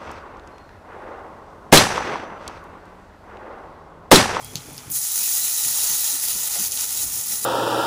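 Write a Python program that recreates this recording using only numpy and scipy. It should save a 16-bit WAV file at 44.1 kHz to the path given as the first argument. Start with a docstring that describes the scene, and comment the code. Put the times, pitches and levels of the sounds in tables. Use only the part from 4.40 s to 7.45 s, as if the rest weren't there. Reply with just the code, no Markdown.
"""A small kitchen, a phone microphone close to a clay pot of thick, simmering curry.
A ladle of hot spiced oil spits a few times and, half a second in, is tipped into the pot. The oil
flashes water to steam: a dense crackling sizzle that surges and sags, with a few fuzzy whistles.
Under it the sauce gurgles, the pot rings with soft knocks and the room rumbles quietly."""
import sys
import numpy as np
from scipy import signal
from scipy.fft import rfft, irfft
from scipy.io import wavfile
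from scipy.ndimage import uniform_filter1d

SR = 44100
rng = np.random.default_rng(int(sys.argv[2]) if len(sys.argv) > 2 else 0)


def materialize(psi):
    """Save the field psi as 16-bit PCM at rate SR to the path in sys.argv[1].

    A 1-D psi becomes a single channel; in a 2-D psi each row is a channel.
    """
    bounded = np.clip(np.atleast_2d(psi).T, -1, 1)
    quanta = np.round(bounded * 32767).astype(np.int16)
    wavfile.write(sys.argv[1], SR, quanta)


N = 134505
TOP_HZ = 15520  # upper edge of what the microphone hears

# Sizzle in the pot, close up: t/s, treble level/dB, body level/dB
SIZZLE_LEVELS = [(0.49, -30, -55), (0.52, -21, -50), (0.53, -25, -74), (0.56, -19, -40.5), (0.62, -24, -51),
                 (0.64, -22, -42.5), (0.74, -21.5, -42), (0.77, -19, -38.5), (1.05, -18.5, -37.5),
                 (1.11, -20, -39), (1.55, -18, -33.5), (1.57, -19.5, -38), (1.61, -19, -36),
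                 (1.76, -20.5, -36), (1.775, -24, -42.5), (1.81, -24, -41), (1.83, -19.5, -36.5),
                 (1.99, -22.5, -40), (2.08, -21.5, -37), (2.09, -25.5, -44), (2.12, -22, -36),
                 (2.27, -20.5, -38), (2.29, -28.5, -47.5), (2.36, -22, -44), (2.37, -22.5, -37.5),
                 (2.44, -21, -35.5), (2.465, -25.5, -46), (2.5, -23.5, -39.5), (2.64, -21, -40.5),
                 (2.66, -25, -45.5), (2.8, -22.5, -41.5), (2.84, -26, -49), (2.93, -21, -38),
                 (3.01, -26.5, -46), (3.05, -20, -41)]
# Its spectrum: f/Hz, level/dB
SIZZLE_SPECTRUM = [(400, -27.5), (623, -23), (847, -15), (1050, -20.5), (1380, -15.5), (1590, -22),
                   (1960, -13.5), (2250, -21), (2510, -14.5), (3620, -11.5), (4420, -9), (6580, -1),
                   (7400, -2), (8150, -6.5), (10100, 0), (13600, -9), (14100, -8), (14700, 4), (15400, -2)]
def sizzle():
    """Hot oil flashes the sauce's water to steam; treble and body follow their own levels."""
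    flicker_db = unit_rms(uniform_filter1d(rng.standard_normal(N), round(.004 * SR)))
    steam = crackle(per_s=3000, spread_db=3.5) + amp(3) * rng.standard_normal(N)
    snaps = amp(-10) * crackle(per_s=350, spread_db=3.5, decay_s=.00012)
    fizz = reflect(steam * amp(flicker_db) + snaps + amp(-11.5) * steam_bubbles())
    fizz = colour(patchy(fizz, depth_db=1.1), SIZZLE_SPECTRUM)
    # one band rings while the pour is fresh, then slowly fades
    ring_hz, width_hz, fade_db_per_s = 3930, 240, 1.5
    ring = signal.lfilter(*signal.iirpeak(ring_hz, ring_hz / width_hz, SR), fizz)
    fizz = fizz + ring * amp(-1 - fade_db_per_s * np.arange(N) / SR)
    low = signal.sosfiltfilt(signal.butter(2, 4250, fs=SR, output="sos"), fizz)
    treble = unit_rms(fizz - low) * amp(curve(SIZZLE_LEVELS, 1))
    body = unit_rms(low) * amp(curve(SIZZLE_LEVELS, 2))
    return spread_down(treble + body, start_s=SIZZLE_LEVELS[0][0])


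def spread_down(x, start_s, s_per_octave=.021, rise_s=.012):
    """The sizzle opens in the treble; each band fades in later the lower it lies."""
    hz, t, spectrum = signal.stft(x, SR, nperseg=256, noverlap=192)
    onset = start_s + s_per_octave * np.log2(TOP_HZ / (hz[:, None] + 500))
    fade_in = np.clip((t - onset) / rise_s, 0, 1)
    return signal.istft(spectrum * fade_in, nperseg=256, noverlap=192)[1][:N]


def crackle(per_s, spread_db, decay_s=.00035, kinds=24):
    """Tiny steam bursts: short noise puffs, most small, a few large."""
    t = np.arange(400) / SR
    bursts = amp(spread_db * np.minimum(rng.exponential(1, N), 5)) * (rng.random(N) < per_s / SR)
    kind = rng.integers(0, kinds, N)
    puffs = rng.standard_normal((kinds, len(t))) * np.exp(-t / decay_s)
    return unit_rms(sum(signal.oaconvolve(bursts * (kind == k), puffs[k])[:N] for k in range(kinds)))


def steam_bubbles(per_s=400, low_hz=1331, high_hz=12000, life_cycles=27.5, kinds=40):
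    """Small steam pockets ring in the sizzle, each a short rising pip."""
    out, t = np.zeros(N), np.arange(2000) / SR
    pops = amp(4.6 * np.minimum(rng.exponential(1, N), 4)) * (rng.random(N) < per_s / SR)
    kind = rng.integers(0, kinds, N)
    for k, hz in enumerate(np.geomspace(low_hz, high_hz, kinds)):
        age = t * hz / life_cycles
        pip = age * np.exp(-3 * age) * np.sin(2 * np.pi * hz * t * (1 + .0376 * age))
        out += signal.oaconvolve(pops * (kind == k), pip / np.linalg.norm(pip) * np.sqrt(hz))[:N]
    return unit_rms(out)


# Oil spitting near the microphone: t/s, level/dB, first f/Hz, second f/Hz, second level/dB re first
OIL_SPITS = [(0.021, -39, 7200, 6000, -10), (0.0466, -22, 14800, 9700, -1),
             (0.1562, -10.5, 6200, 4340, -5.5), (0.206, -28, 4070, 6500, -10),
             (0.2674, -31, 9800, 5030, -4), (0.332, -30, 10600, 12000, -4), (0.3713, -29, 12300, 14900, -6),
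             (0.3799, -21.5, 5140, 9500, -7), (0.502, -23, 10000, 6040, -3), (.519, -23, 10500, 6800, 7),
             (1.907, -17, 5400, 6500, -3), (2.196, -17, 6000, 7000, -5), (2.297, -28, 14600, 9800, -11),
             (2.3204, -13, 9700, 7000, -1), (2.322, -17, 9800, 12000, -4), (2.374, -16, 4060, 4500, -11),
             (2.3965, -15, 6760, 9800, -5)]
# Spectrum of the oil's cracks and of its faint frying: f/Hz, level/dB
OIL_SPECTRUM = [(590, -29), (1000, -16.5), (1750, -9), (2500, -5), (2740, -11.5), (3410, -6), (3700, -12),
                (6710, -4.5), (8250, -10), (10300, -5.5), (13500, -14.5), (15500, -8)]
def spits(crack_s=.0004, ring_s=.00065, spray_s=.0094):
    """Hot oil spits: a sharp crack, a brief two-note ring and a short spray after it."""
    out, t = np.zeros(N), np.arange(3000) / SR
    noise = rng.standard_normal((len(OIL_SPITS), 2, len(t)))
    spray_band = signal.butter(4, [2660, 7400], "band", fs=SR, output="sos")
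    for (s, db, hz, second_hz, second_db), (crack_noise, spray_noise) in zip(OIL_SPITS, noise):
        crack = unit_rms(colour(crack_noise, OIL_SPECTRUM)[:len(t)]) * np.exp(-t / crack_s)
        crack *= amp(4 + .4 * db)  # louder spits have more crack for their ring
        ring = np.sin(2 * np.pi * hz * t) + amp(second_db) * np.sin(2 * np.pi * second_hz * t)
        ring *= np.exp(-t / ring_s)
        spray = amp(-24.5) * unit_rms(signal.sosfilt(spray_band, spray_noise))
        spray *= t / spray_s * np.exp(1 - t / spray_s)
        low_cut = signal.butter(4, .65 * min(hz, second_hz), "high", fs=SR, output="sos")
        add(out, s, amp(db) * (signal.sosfilt(low_cut, crack + ring) + spray))
    return out


def frying():
    """The oil fries throughout, a faint steady crackle and hiss."""
    steam = crackle(per_s=900, spread_db=3) + amp(5) * rng.standard_normal(N)
    return amp(-42) * unit_rms(colour(steam, OIL_SPECTRUM))


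# Steam escaping from the pot: start t/s, length/s, f/Hz, level/dB
STEAM_TONES = [(0.513, 0.1, 10100, -32.5), (0.77, 0.13, 2520, -44), (1.002, 0.078, 4020, -37),
               (1.154, .04, 3930, -40)]
def steam_tones(blur_hz=220):
    """Escaping steam sings: narrow noise around a pitch under a smooth swell."""
    out, noise = np.zeros(N), rng.standard_normal((len(STEAM_TONES), 2, 8000))
    for (s, length, hz, db), pair in zip(STEAM_TONES, noise):
        t = np.arange(min(round(length * SR), 6000)) / SR
        blur = signal.lfilter(*signal.butter(2, blur_hz, fs=SR), pair)[:, -len(t):]
        wobble = blur[0].std() + blur[0] + 1j * blur[1]
        tone = (wobble * np.exp(2j * np.pi * hz * t)).real
        add(out, s, amp(db) * unit_rms(tone) * np.sqrt(np.sin(np.pi * t / length)))
    return out


# Gurgles down in the sauce: centre t/s, level/dB, f/Hz, half-length/s
SAUCE_GURGLES = [(.185, -45, 142.7, 0.033), (0.287, -47.5, 304.4, 0.071), (0.333, -45.5, 135.2, .1),
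                 (0.504, -40, 140.8, 0.059), (.79, -54.5, 170.2, 0.091), (1.039, -51.5, 168, 0.032),
                 (1.284, -45, 146.3, 0.07), (1.517, -41.5, 135, 0.057), (1.747, -47.5, 258, 0.048),
                 (1.954, -48.5, 173.6, 0.082), (2.21, -42, 188.7, .05), (2.64, -50, 139, 0.057),
                 (2.78, -48, 121.3, 0.091), (2.926, -49.5, 203, 0.083)]
def gurgles(rise=.124, clarity=1.3):
    """Thick bubbles heave and burst: a blurred low tone and its octave, rising a little."""
    out, noise = np.zeros(N), rng.standard_normal((len(SAUCE_GURGLES), 2, 2, 8000))
    for (s, db, hz, half_s), pairs in zip(SAUCE_GURGLES, noise):
        progress = np.linspace(-1, 1, min(round(2 * half_s * SR), 8000))
        phase = 2 * np.pi * np.cumsum(hz * (1 + rise * progress)) / SR
        blur = signal.lfilter(*signal.butter(2, .3 * hz, fs=SR), pairs)[..., -len(progress):]
        wobble = clarity + (blur[:, 0] + 1j * blur[:, 1]) / blur.std()
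        tone = (wobble[0] * np.exp(1j * phase) + amp(-8.5) * wobble[1] * np.exp(2j * phase)).real
        add(out, s - half_s, amp(db) * unit_rms(tone) * np.exp(-4.5 * progress ** 2))
    return out


# Soft knocks on the pot: t/s, level/dB
POT_KNOCKS = [(2.158, -28.5), (2.1655, -29.5), (2.178, -32)]
# Modes of the clay pot: f/Hz, level/dB, T60/s
POT_MODES = [(330, -9, .04), (570, -5, .06), (700, 0, .04), (840, -1, .04), (1480, -4, .03),
             (2070, 0, .035)]
def knocks():
    """Each knock briefly rings the modes of the clay pot."""
    out, t = np.zeros(N), np.arange(6000) / SR
    ring = sum((-1) ** k * amp(db - 60 * t / t60) * np.sin(2 * np.pi * hz * t)
               for k, (hz, db, t60) in enumerate(POT_MODES))
    for s, db in POT_KNOCKS:
        add(out, s, amp(db) * ring / abs(ring).max())
    return out


def thud(start_s=.1525, hz=144, rise_s=.0038):
    """A short, damped low swing under the largest spit."""
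    out, t = np.zeros(N), np.arange(3000) / SR
    envelope = t / rise_s * np.exp(1 - t / rise_s)
    add(out, start_s, -amp(-27.5) * envelope * np.sin(2 * np.pi * hz * t))
    return out


# A faint whistle before the pour: t/s, f/Hz, level/dB
WHISTLE_GLIDE = [(.02, 3253, -54), (.118, 3340, -51)]
def whistle(blur_hz=60, clarity=1.8, fade_s=.009):
    """A thin, rough tone that rises slightly."""
    t = np.arange(N) / SR
    gate = np.clip(np.minimum(t - WHISTLE_GLIDE[0][0], WHISTLE_GLIDE[-1][0] - t) / fade_s, 0, 1)
    blur = signal.lfilter(*signal.butter(2, blur_hz, fs=SR), rng.standard_normal((2, N)))
    wobble = clarity * blur[0].std() + blur[0] + 1j * blur[1]
    phase = 2 * np.pi * np.cumsum(curve(WHISTLE_GLIDE, 1)) / SR
    return gate * amp(curve(WHISTLE_GLIDE, 2)) * unit_rms((wobble * np.exp(1j * phase)).real)


# Set gain curve on the rumble and hums: t/s, level/dB
RUMBLE_GAIN = [(0, -46.5), (.45, -47), (.58, -49.5), (.7, -62.5), (.8, -52), (.87, -60), (1.0, -53.5),
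               (1.16, -57.5), (1.3, -52.5), (1.7, -54), (1.8, -57), (1.9, -51.5), (2.12, -51.5),
               (2.44, -48.5), (2.49, -52), (2.56, -50), (3.05, -50)]
# Spectrum of the room rumble: f/Hz, level/dB
RUMBLE_SPECTRUM = [(15, -17), (27, -11), (60, -1), (80, -8), (107, -8), (209, -5.5), (394, -7), (501, -10),
                   (867, -7.5), (994, -9), (1500, -9), (1950, -39.5)]
def rumble():
    """Low room rumble and hums, turned down by a set curve as the sizzle starts and in later dips."""
    noise = unit_rms(colour(patchy(rng.standard_normal(N), depth_db=2.5), RUMBLE_SPECTRUM))
    room = (noise + hums()) * amp(curve(RUMBLE_GAIN, 1))
    return signal.sosfilt(signal.butter(2, 1600, fs=SR, output="sos"), room)


# Hums in the rumble: f/Hz, width/Hz, level/dB re the rumble
ROOM_HUMS = [(65.4, 9.2, -9.5), (99, 10, -8), (135.7, 16, -8.5), (251, 10, -12.5), (437, 21, -14.5),
             (841, 43, -11.5)]
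def hums():
    """Narrow bands of noise, heard as wavering tones."""
    hz, spectrum = np.fft.rfftfreq(N, 1 / SR), rfft(rng.standard_normal(N))
    return sum(amp(db) * unit_rms(irfft(spectrum * np.exp(-2 * ((hz - centre) / width) ** 2), N))
               for centre, width, db in ROOM_HUMS)


def reflect(x, t60_s=.08, echo_db=-13):
    """Pot and walls throw the sound back to the microphone: sparse echoes that die away."""
    echoes, delays = np.zeros(SR // 2), np.arange(60, SR // 2 - 30, 30)
    delays += rng.integers(0, 30, len(delays))
    echoes[delays] = rng.choice([-1., 1.], len(delays)) * amp(-60 * delays / SR / t60_s)
    return x + amp(echo_db) * signal.oaconvolve(x, echoes / np.linalg.norm(echoes))[:N]


def patchy(x, depth_db):
    """Random louder and softer patches over time and frequency."""
    spectrum = signal.stft(x, nperseg=512, noverlap=384)[2]
    noise = rng.standard_normal(spectrum.T.shape)
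    patches = unit_rms(uniform_filter1d(uniform_filter1d(noise, 12, axis=0), 8, axis=1)).T
    return signal.istft(spectrum * amp(depth_db * patches), nperseg=512, noverlap=384)[1][:N]


def colour(x, spectrum, size=4096):
    """Causal filter with the given spectrum, falling away below its first point."""
    point_hz, db = np.transpose(spectrum)
    hz = np.fft.rfftfreq(size, 1 / SR) + 1
    gain = amp(np.interp(np.log(hz), np.log(point_hz), db)) * np.minimum(hz / point_hz[0], 1) ** 2
    log_gain = np.log(np.concatenate([gain, gain[-2:0:-1]]))
    minimum_phase = np.exp(np.conj(signal.hilbert(log_gain)))
    return signal.oaconvolve(x, np.fft.ifft(minimum_phase).real)[:N]


def amp(db):
    """dB to gain."""
    return 10 ** (np.asarray(db) / 20)


def unit_rms(x):
    """Scales to rms 1."""
    return x / np.sqrt(np.mean(x ** 2) + 1e-20)


def curve(table, column):
    """One column of a time table, per sample."""
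    table = np.array(table)
    return np.interp(np.arange(N) / SR, table[:, 0], table[:, column])


def add(mix, s, sound):
    """Mixes a sound in at s seconds."""
    part = mix[round(s * SR):][:len(sound)]
    part += sound[:len(part)]


def scene():
    """Pot and ladle up close, the kitchen behind, in mono."""
    pot = sizzle() + steam_tones() + reflect(spits() + knocks() + thud()) + gurgles()
    return (pot + rumble() + frying() + whistle())[None]


def record(dry, ceiling=.48):
    """The phone microphone softly rounds the peaks, then cuts the highest treble."""
    rounded = ceiling * np.tanh(dry / ceiling)
    low_pass = signal.firwin(1023, TOP_HZ, window=("kaiser", 9), fs=SR)
    return signal.oaconvolve(rounded, low_pass[None], "same")


dry = scene()
out = record(dry)
materialize(out)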